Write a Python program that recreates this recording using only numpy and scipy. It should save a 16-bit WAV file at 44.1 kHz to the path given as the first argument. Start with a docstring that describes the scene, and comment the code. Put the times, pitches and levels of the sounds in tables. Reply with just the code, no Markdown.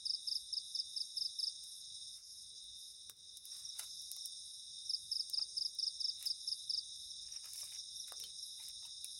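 """A near cricket chirps in two bouts in a night forest, each wing stroke a falling, nearly pure tone.
A farther cricket answers. Close by, a small wood fire snaps as gas pockets burst, and sticks
knock and scrape as they are pushed through embers and dry leaves. Behind are a steady chorus
of crickets, katydids buzzing as file teeth strike their wings, and faint night air."""
import sys
import numpy as np
from scipy import signal
from scipy.fft import rfft, irfft, next_fast_len
from scipy.io import wavfile

SR = 44100
rng = np.random.default_rng(int(sys.argv[2]) if len(sys.argv) > 2 else 0)


def materialize(psi):
    """Save the field psi as 16-bit PCM at rate SR to the path in sys.argv[1].

    A 1-D psi becomes a single channel; in a 2-D psi each row is a channel.
    """
    bounded = np.clip(np.atleast_2d(psi).T, -1, 1)
    quanta = np.round(bounded * 32767).astype(np.int16)
    wavfile.write(sys.argv[1], SR, quanta)


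N = 405279
TIME = np.arange(N) / SR


def from_db(db):
    """Decibels to gain."""
    return 10 ** (np.asarray(db) / 20)


def rms_one(x):
    """Scale to rms 1."""
    return x / np.sqrt(np.mean(x ** 2) + 1e-20)


def gain_curve(rows):
    """Gain per sample from (seconds, dB) points."""
    return from_db(np.interp(TIME, *np.transpose(rows)))


def drift(rate_hz):
    """Random curve of spread 1, with rate_hz knots a second."""
    knots = rng.standard_normal(4096)
    return np.interp(TIME * rate_hz, np.arange(len(knots)), knots) * np.sqrt(3 / 2)


def coloured(x, spectrum):
    """Filter by (Hz, dB) points, falling 100 dB per octave past the ends; rms 1."""
    size = next_fast_len(len(x))
    octave = np.log2(np.maximum(np.fft.rfftfreq(size, 1 / SR), 1))
    hz, db = np.transpose(spectrum)
    outside = np.abs(octave - np.clip(octave, np.log2(hz[0]), np.log2(hz[-1])))
    gain = from_db(np.interp(octave, np.log2(hz), db) - 100 * outside)
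    return rms_one(irfft(rfft(x, size) * gain, size)[:len(x)])


def noise(spectrum):
    """Coloured noise; rms 1."""
    return coloured(rng.standard_normal(N), spectrum)


def grains(per_s, spread_db):
    """Tiny breaks in random clumps, mostly small, a few large."""
    born = rng.random(N) < per_s * from_db(6 * drift(90)) / SR
    return born * rng.choice([-1, 1], N) * from_db(spread_db * np.minimum(rng.exponential(1, N), 4))


def add(out, start_s, sound):
    """Mix a short sound in at start_s."""
    at = max(round(start_s * SR), 0)
    out[at:at + len(sound)] += sound[:max(N - at, 0)]


def swell(peak_s, half_s):
    """Bell-shaped envelope."""
    return np.exp(-np.minimum(((TIME - peak_s) / half_s) ** 2, 20))


def dip(rows, fall_s, recover_s):
    """Gain that sinks, holds and recovers once per row."""
    return from_db(sum(np.interp(TIME, [s - fall_s, s, s + hold_s, s + hold_s + recover_s], [0, db, db, 0])
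                       for s, hold_s, db in rows))


def thin(x, edge_hz):
    """High-pass: small things radiate little below edge_hz."""
    return signal.sosfilt(signal.butter(2, edge_hz, "high", fs=SR, output="sos"), x)


def forest(x, wet_db, t60_s):
    """Trunks and leaves scatter a dying tail after the direct sound."""
    t = np.arange(SR // 2) / SR
    tail = rng.standard_normal(len(t)) * from_db(-60 * t / t60_s) * (t > .004)
    return x + from_db(wet_db) * signal.fftconvolve(x, tail / np.linalg.norm(tail))[:N]


# One stroke, the wing slowing as it closes. Each row: time in ms, pitch in Hz, amplitude from 0 to 1.
WING_STROKE = [(-3.5, 6300, 0), (-1.5, 5900, .09), (0, 5440, .2), (3, 5350, .8), (6, 5240, .76),
               (8.4, 5080, .06), (10, 5080, .66), (11.5, 5090, 1), (13.3, 5070, .68), (15, 4830, .45),
               (16.3, 4790, .54), (18.2, 4720, .47), (20, 4620, .18), (23, 4540, 0)]
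# Levels of a stroke's first three harmonics in dB.
HARMONICS_DB = [0, -26.5, -38.5]

def cricket(chirps, pitch_ratio, pitch_spread, pace_spread, first_db, first_edge_db, rough,
            fade_db_per_ms=0, period_s=.040):
    """Each wing closing is a falling tone; a chirp's first stroke is softer and edgier."""
    out = np.zeros(N)
    ms, hz, amplitude = np.transpose(WING_STROKE)
    t_ms = np.arange(ms[0], ms[-1] + 2, 1000 / SR)
    strokes = [(s + k * period_s, k == 0) for s, count in chirps for k in range(round(count))]
    for (s, first), (detune, pace, force) in zip(strokes, rng.standard_normal((len(strokes), 3))):
        closing_ms = t_ms * (1 + pace_spread * pace)
        pitch_hz = np.interp(closing_ms, ms, hz) * pitch_ratio * (1 + pitch_spread * detune)
        phase = 2 * np.pi * np.cumsum(pitch_hz) / SR
        tone = sum(from_db(db + first_edge_db * (first and k == 2)) * np.sin(k * phase)
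                   for k, db in enumerate(HARMONICS_DB, 1))
        gain = from_db(first_db * first + .5 * force - fade_db_per_ms * t_ms)
        add(out, s + t_ms[0] / 1000, gain * np.interp(closing_ms, ms, amplitude) * tone)
    wing_pressure = from_db(.8 * drift(150))
    tooth_catch = 1 + rough * drift(1500)
    return out * wing_pressure * tooth_catch


# Near chirps. Each row: start in seconds, number of wing strokes.
NEAR_SONG = [(.055, 3), (.273, 3), (.527, 2), (.7485, 2), (.963, 2), (1.169, 3), (1.388, 3), (4.894, 2),
             (5.1145, 3), (5.332, 3), (5.569, 3), (5.7865, 3), (6.0025, 3), (6.260, 2), (6.475, 2),
             (6.695, 3)]
# Singing effort. Each row: time in seconds, gain in dB.
NEAR_EFFORT = [(1.5, -29.6), (4.8, -29.5)]

def near_cricket():
    """Two bouts of clean chirps among the trees."""
    song = cricket(NEAR_SONG, pitch_ratio=1, pitch_spread=.0064, pace_spread=.026,
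                   first_db=-1, first_edge_db=7.5, rough=.059)
    return gain_curve(NEAR_EFFORT) * forest(song, wet_db=-13, t60_s=.13)


# Answering chirps. Each row: start in seconds, number of wing strokes.
FAR_SONG = [(3.517, 1), (3.649, 2), (3.994, 1), (4.209, 2), (4.858, 1), (7.106, 1), (7.321, 2), (7.576, 2),
            (7.746, 2), (7.959, 2), (8.170, 2), (8.386, 2)]

def far_cricket(level_db):
    """Shorter, higher, rougher chirps from farther off."""
    song = cricket(FAR_SONG, pitch_ratio=1.057, pitch_spread=.0066, pace_spread=.033,
                   first_db=-2.5, first_edge_db=2, rough=.17, fade_db_per_ms=.5)
    return from_db(level_db) * forest(song, wet_db=-13.5, t60_s=.16)


# Snaps of burning wood. Each row: start in seconds, relative level in dB.
WOOD_SNAPS = [(1.639, -43), (2.641, -52), (3.097, -35), (3.3714, -38), (3.4542, -37.5), (3.7904, -41),
              (3.7948, -31), (4.019, -43), (4.1156, -29.5), (4.165, -38.5), (4.2576, -31), (5.2983, -33.5),
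              (5.749, -45), (6.2265, -35), (6.257, -33), (7.457, -42), (7.535, -35), (7.559, -39),
              (7.58, -40), (7.642, -40), (8.122, -36), (8.2, -35), (8.239, -39), (8.686, -37),
              (9.0445, -29)]
# Spectrum of a crack. Each row: frequency in Hz, relative level in dB.
CRACK_SPECTRUM = [(1400, -22), (2400, -23), (4000, -8), (7000, -6), (10800, 5), (13000, -7), (16000, -8)]

def snaps(level_db, crack_s=.0012, tail_db=-20, tail_t60_s=.11):
    """A gas pocket bursts: a bright crack, then a faint tail."""
    out = np.zeros(N)
    t = np.arange(SR // 5) / SR
    burst = np.exp(-np.minimum((t / crack_s) ** 2, 20))
    for s, db in WOOD_SNAPS:
        hiss = coloured(rng.standard_normal(len(t)), CRACK_SPECTRUM)
        crack = rms_one(hiss * burst) * np.sqrt(np.mean(burst ** 2))
        tail = hiss * from_db(tail_db - 60 * t / tail_t60_s)
        add(out, s, from_db(level_db + db) * (crack + tail))
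    return thin(out, edge_hz=2600)


# Sticks dragged through ash and leaves. Each row: peak time in seconds, half length in seconds,
# relative scrape and crinkle levels in dB, stick resonance in Hz.
STICK_DRAGS = [(1.678, 0.17, -89, -86, 1600), (2.187, 0.033, -79, -70, 1500),
               (3.57, 0.091, -74.5, -65, 1390), (3.796, 0.0062, -55, -49.5, 2520),
               (3.817, 0.055, -66, -62, 1200), (6.244, 0.053, -70, -58.5, 2520),
               (7.327, 0.063, -69.5, -75, 2230), (7.467, 0.037, -69, -64, 1300),
               (7.608, 0.076, -66, -57.5, 2600), (7.745, 0.045, -70.5, -62, 2730),
               (8.087, 0.015, -64, -60, 2060), (8.233, 0.056, -71.5, -66, 2860),
               (8.642, 0.054, -71, -62, 1980), (8.852, 0.031, -69, -66.5, 950)]
# Spectra of bark and of dry leaves. Each row: frequency in Hz, relative level in dB.
BARK_SPECTRUM = [(300, -12), (550, -2), (880, 0.5), (1130, 0.5), (1450, 1.5), (2600, 4), (6000, -8)]
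LEAF_SPECTRUM = [(2500, -24), (5000, 1), (8000, -2.5), (11000, 5), (13500, -19), (16000, -12)]

def drags(scrape_db, crinkle_db, wood_spread_db=3.5, body_db=6.5, body_octaves=.5):
    """Bark scrapes through each stick's broad resonance; leaves and charcoal crinkle above it."""
    scrape, crinkle_gain = np.zeros(N), np.zeros(N)
    slips = grains(per_s=600, spread_db=2)
    hz = np.geomspace(300, 6000, 48)
    bark_db = np.interp(hz, *np.transpose(BARK_SPECTRUM))
    for s, half_s, low_db, high_db, body_hz in STICK_DRAGS:
        push = swell(s, half_s)
        resonance_db = body_db * np.exp(-(np.log2(hz / body_hz) / body_octaves) ** 2)
        stick_db = bark_db + wood_spread_db * rng.standard_normal(len(hz)) + resonance_db
        scrape += push * from_db(low_db + scrape_db) * coloured(slips, np.column_stack([hz, stick_db]))
        crinkle_gain += push * from_db(high_db + crinkle_db)
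    return scrape + crinkle_gain * coloured(grains(per_s=1500, spread_db=1.2), LEAF_SPECTRUM)


# Sticks knocking together. Each row: start in seconds, level in dB, t60 in seconds, three modes in Hz.
STICK_KNOCKS = [(3.097, -54, 0.0099, 426, 1130, 1610), (3.794, -52.5, 0.038, 850, 1400, 2050),
                (4.166, -68.5, 0.04, 805, 1140, 2090), (5.394, -57, 0.026, 820, 1290, 2560),
                (6.225, -61, 0.023, 1860, 2320, 2640), (7.455, -62, 0.03, 1250, 2420, 2760),
                (7.632, -58.5, 0.029, 615, 1180, 2440), (8.081, -61, 0.033, 1500, 2100, 2520),
                (8.121, -40, 0.01, 560, 766, 1180), (8.238, -46.5, 0.044, 3100, 3470, 4340),
                (8.6, -62, 0.048, 893, 2070, 2420), (8.851, -58.5, 0.034, 955, 2680, 3010),
                (9.045, -57, 0.03, 2360, 2530, 2700)]

def knocks(thud_db, thud_t60_s):
    """A struck stick thuds and rings briefly in three modes."""
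    out = np.zeros(N)
    t = np.arange(SR // 5) / SR
    for s, db, t60_s, *modes_hz in STICK_KNOCKS:
        modes = sum((-1) ** k * np.sin(2 * np.pi * hz * t) for k, hz in enumerate(modes_hz))
        ring = modes * from_db(-60 * t / t60_s)
        thud = coloured(rng.standard_normal(len(t)), BARK_SPECTRUM)
        thud *= from_db(thud_db - 60 * t / thud_t60_s)
        add(out, s, from_db(db) * (ring + thud))
    return forest(thin(out, edge_hz=330), wet_db=-8.5, t60_s=.11)


# Chorus bands, one per kind of insect. Each row: frequency in Hz, relative level in dB.
LOW_BAND = [(3100, -43), (3380, -28), (3520, -7), (3640, -0.5), (3820, -0.5), (3950, -6), (4080, -10.5),
            (4200, -40.5)]
MID_BAND = [(4200, -38.5), (4450, -24.5), (4700, -12), (5000, -1.5), (5320, 1.5), (5650, -3.5),
            (6000, -14.5), (6380, -6.5), (6800, -12.5), (7150, -22.5), (7550, -31)]
HIGH_BAND = [(7300, -32), (7850, -21.5), (8100, -13), (8350, -10), (8750, -3.5), (9250, -0.5), (9550, -9.5),
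             (9900, -12.5), (11000, -26.5), (12500, -43.5)]
# Some of the lowest crickets rest. Each row: start in seconds, hold in seconds, gain in dB.
LOW_RESTS = [(2.2, 0.058, -9.5), (4.95, 0.67, -4.5), (7.26, 0.28, -6)]
# Strength of the whole chorus. Each row: time in seconds, gain in dB.
CHORUS_GAIN = [(0, -55), (2.0, -54), (3.1, -57.5), (3.55, -54.5), (9.19, -54)]

def chorus():
    """Countless far wing strokes merge into three bands that flutter and sway."""
    def band(spectrum, flutter_db, flutter_hz, sway_db):
        return noise(spectrum) * from_db(flutter_db * drift(flutter_hz) + sway_db * drift(9))

    low = band(LOW_BAND, flutter_db=.52, flutter_hz=70, sway_db=.87)
    low *= dip(LOW_RESTS, fall_s=.073, recover_s=.25)
    mid = band(MID_BAND, flutter_db=1.5, flutter_hz=59, sway_db=.8)
    high = band(HIGH_BAND, flutter_db=1.6, flutter_hz=150, sway_db=.85)
    return gain_curve(CHORUS_GAIN) * (from_db(-2) * low + mid + from_db(-5.5) * high)


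# Katydid buzzes. Each row: peak time in seconds, rise in seconds, relative level in dB.
KATYDID_BUZZES = [(0.296, 0.079, -64), (0.678, 0.049, -64.5), (.95, 0.094, -68), (1.192, 0.057, -63),
                  (1.385, 0.047, -62), (1.698, 0.064, -62), (2.13, 0.047, -67), (2.304, 0.092, -64.5),
                  (2.824, 0.064, -62.5), (3.399, 0.071, -62), (3.98, 0.14, -63.5), (4.483, 0.083, -64.5),
                  (4.94, 0.091, -65), (5.11, 0.065, -65), (5.64, 0.045, -65.5), (6.476, 0.11, -62),
                  (7.007, 0.052, -66), (7.972, 0.05, -64.5), (8.49, 0.092, -62), (9.12, 0.1, -62.5)]
# Resonance of a katydid's wing. Each row: frequency in Hz, relative level in dB.
WING_SPECTRUM = [(9200, -16.5), (9850, 2.5), (10300, 3.5), (10900, 0.5), (11550, -3.5), (12050, -13),
                 (12800, -27)]

def katydids(level_db, teeth_per_s=341, rate_spread=.0067, glide_per_s=.026, jitter=.0017,
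             wing_spread=.016, rasp_db=-15.5, fall_ratio=1.71, flutter_db=2.1):
    """File teeth strike the wing at an unsteady pace, giving a comb of blurred high lines."""
    out, lead_s = np.zeros(N), .25
    t = np.arange(SR) / SR - lead_s
    variations = rng.uniform(-1, 1, (len(KATYDID_BUZZES), 3))
    for (s, rise_s, db), (pace, slide, detune) in zip(KATYDID_BUZZES, variations):
        unsteady = jitter * drift(teeth_per_s / 2)[:SR]
        tooth_hz = teeth_per_s * (1 + rate_spread * pace + glide_per_s * slide * t + unsteady)
        cycles = np.cumsum(tooth_hz) / SR
        teeth = rms_one(np.sinc((cycles % 1 - .5) * SR / teeth_per_s))
        rasp = from_db(rasp_db) * rng.standard_normal(len(t))
        wing = [(hz * (1 + wing_spread * detune), wing_db) for hz, wing_db in WING_SPECTRUM]
        width_s = rise_s * np.where(t < 0, 1, fall_ratio)
        push = np.exp(-np.minimum(np.abs(t / width_s) ** 3, 20))
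        add(out, s - lead_s, from_db(level_db + db) * push * coloured(teeth + rasp, wing))
    return forest(out * from_db(flutter_db * drift(60)), wet_db=1, t60_s=.071)


# Crickets standing out of the chorus. Each row: pitch in Hz, strokes per second, relative level in dB.
CRICKET_TRILLS = [(3632, 63, -64.5), (3730, 45, -70), (3815, 52, -66.5), (5546, 58, -66), (5714, 49, -69),
                  (6396, 63, -73)]

def trills(level_db, pulse_depth, wander_hz, sway_db):
    """Single crickets each hold a pitch and pulse it without pause."""
    out = np.zeros(N)
    for hz, per_s, db in CRICKET_TRILLS:
        stroke_hz = per_s * (1 + .015 * drift(5))
        wings = 1 + pulse_depth * np.sin(2 * np.pi * np.cumsum(stroke_hz) / SR)
        tone = np.sin(2 * np.pi * np.cumsum(hz + wander_hz * drift(25)) / SR)
        out += from_db(level_db + db + sway_db * drift(6.5)) * wings * tone
    return out


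# Dull scuffs. Each row: peak time in seconds, half length in seconds, level in dB.
GROUND_SCUFFS = [(2.544, 0.029, -83), (3.21, 0.42, -89.5), (5.532, 0.29, -85), (8.228, 0.049, -73.5)]
# Spectrum of a scuff. Each row: frequency in Hz, relative level in dB.
SCUFF_SPECTRUM = [(250, -22), (380, -5), (460, -3.5), (620, -15)]

def scuffs():
    """Something shifts softly on bare earth."""
    return noise(SCUFF_SPECTRUM) * sum(from_db(db) * swell(s, half_s) for s, half_s, db in GROUND_SCUFFS)


# Spectrum of the flames. Each row: frequency in Hz, relative level in dB.
FLAME_SPECTRUM = [(22, -15), (45, 3.5), (70, 0), (130, -12)]

def flames(start_db, growth_db_per_s, flutter_db):
    """A low flutter that grows as the fire catches."""
    return from_db(start_db + growth_db_per_s * TIME + flutter_db * drift(14)) * noise(FLAME_SPECTRUM)


def embers(level_db):
    """Embers tick faintly at random."""
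    ticks = coloured(grains(per_s=9, spread_db=4), CRACK_SPECTRUM)
    return from_db(level_db) * forest(ticks, wet_db=-13, t60_s=.041)


# Spectrum of the night air. Each row: frequency in Hz, relative level in dB.
AIR_SPECTRUM = [(25, -13), (80, 1), (140, -2), (220, -9.5), (350, -15), (700, -21), (9000, -19.5),
                (16000, -26.5)]

def night_air(level_db, stir_db, rumble_top_hz=250):
    """An even, faint hiss over a stirring rumble."""
    air = from_db(level_db) * noise(AIR_SPECTRUM)
    rumble = signal.sosfiltfilt(signal.butter(2, rumble_top_hz, fs=SR, output="sos"), air)
    hiss = air - rumble
    return hiss + rumble * from_db(stir_db * drift(17))


# Brief dips in the level of all insects. Each row: start in seconds, hold in seconds, gain in dB.
INSECT_DIPS = [(2.19, 0.066, -5), (2.3, 1, -1), (3.125, 0.025, -10.5), (3.17, 0.25, -2.5),
               (3.395, 0.032, -6.5)]

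def scene():
    """Insects all around, the fire close by; mono."""
    insects = chorus() + trills(level_db=-3.5, pulse_depth=.15, wander_hz=5.85, sway_db=5.5)
    insects += katydids(level_db=-1)
    insects += near_cricket() + far_cricket(level_db=-36.5)
    insects *= dip(INSECT_DIPS, fall_s=.02, recover_s=.053)
    fire = snaps(level_db=-4) + knocks(thud_db=-6, thud_t60_s=.007)
    fire += drags(scrape_db=.5, crinkle_db=5.5) + scuffs()
    fire += flames(start_db=-89, growth_db_per_s=.69, flutter_db=4.5) + embers(level_db=-90)
    return (insects + fire + night_air(level_db=-79, stir_db=3))[None]


def record(dry):
    """Steep low-pass at 15.9 kHz."""
    return signal.sosfilt(signal.ellip(10, .1, 70, 15900, fs=SR, output="sos"), dry)


dry = scene()
out = record(dry)
materialize(out)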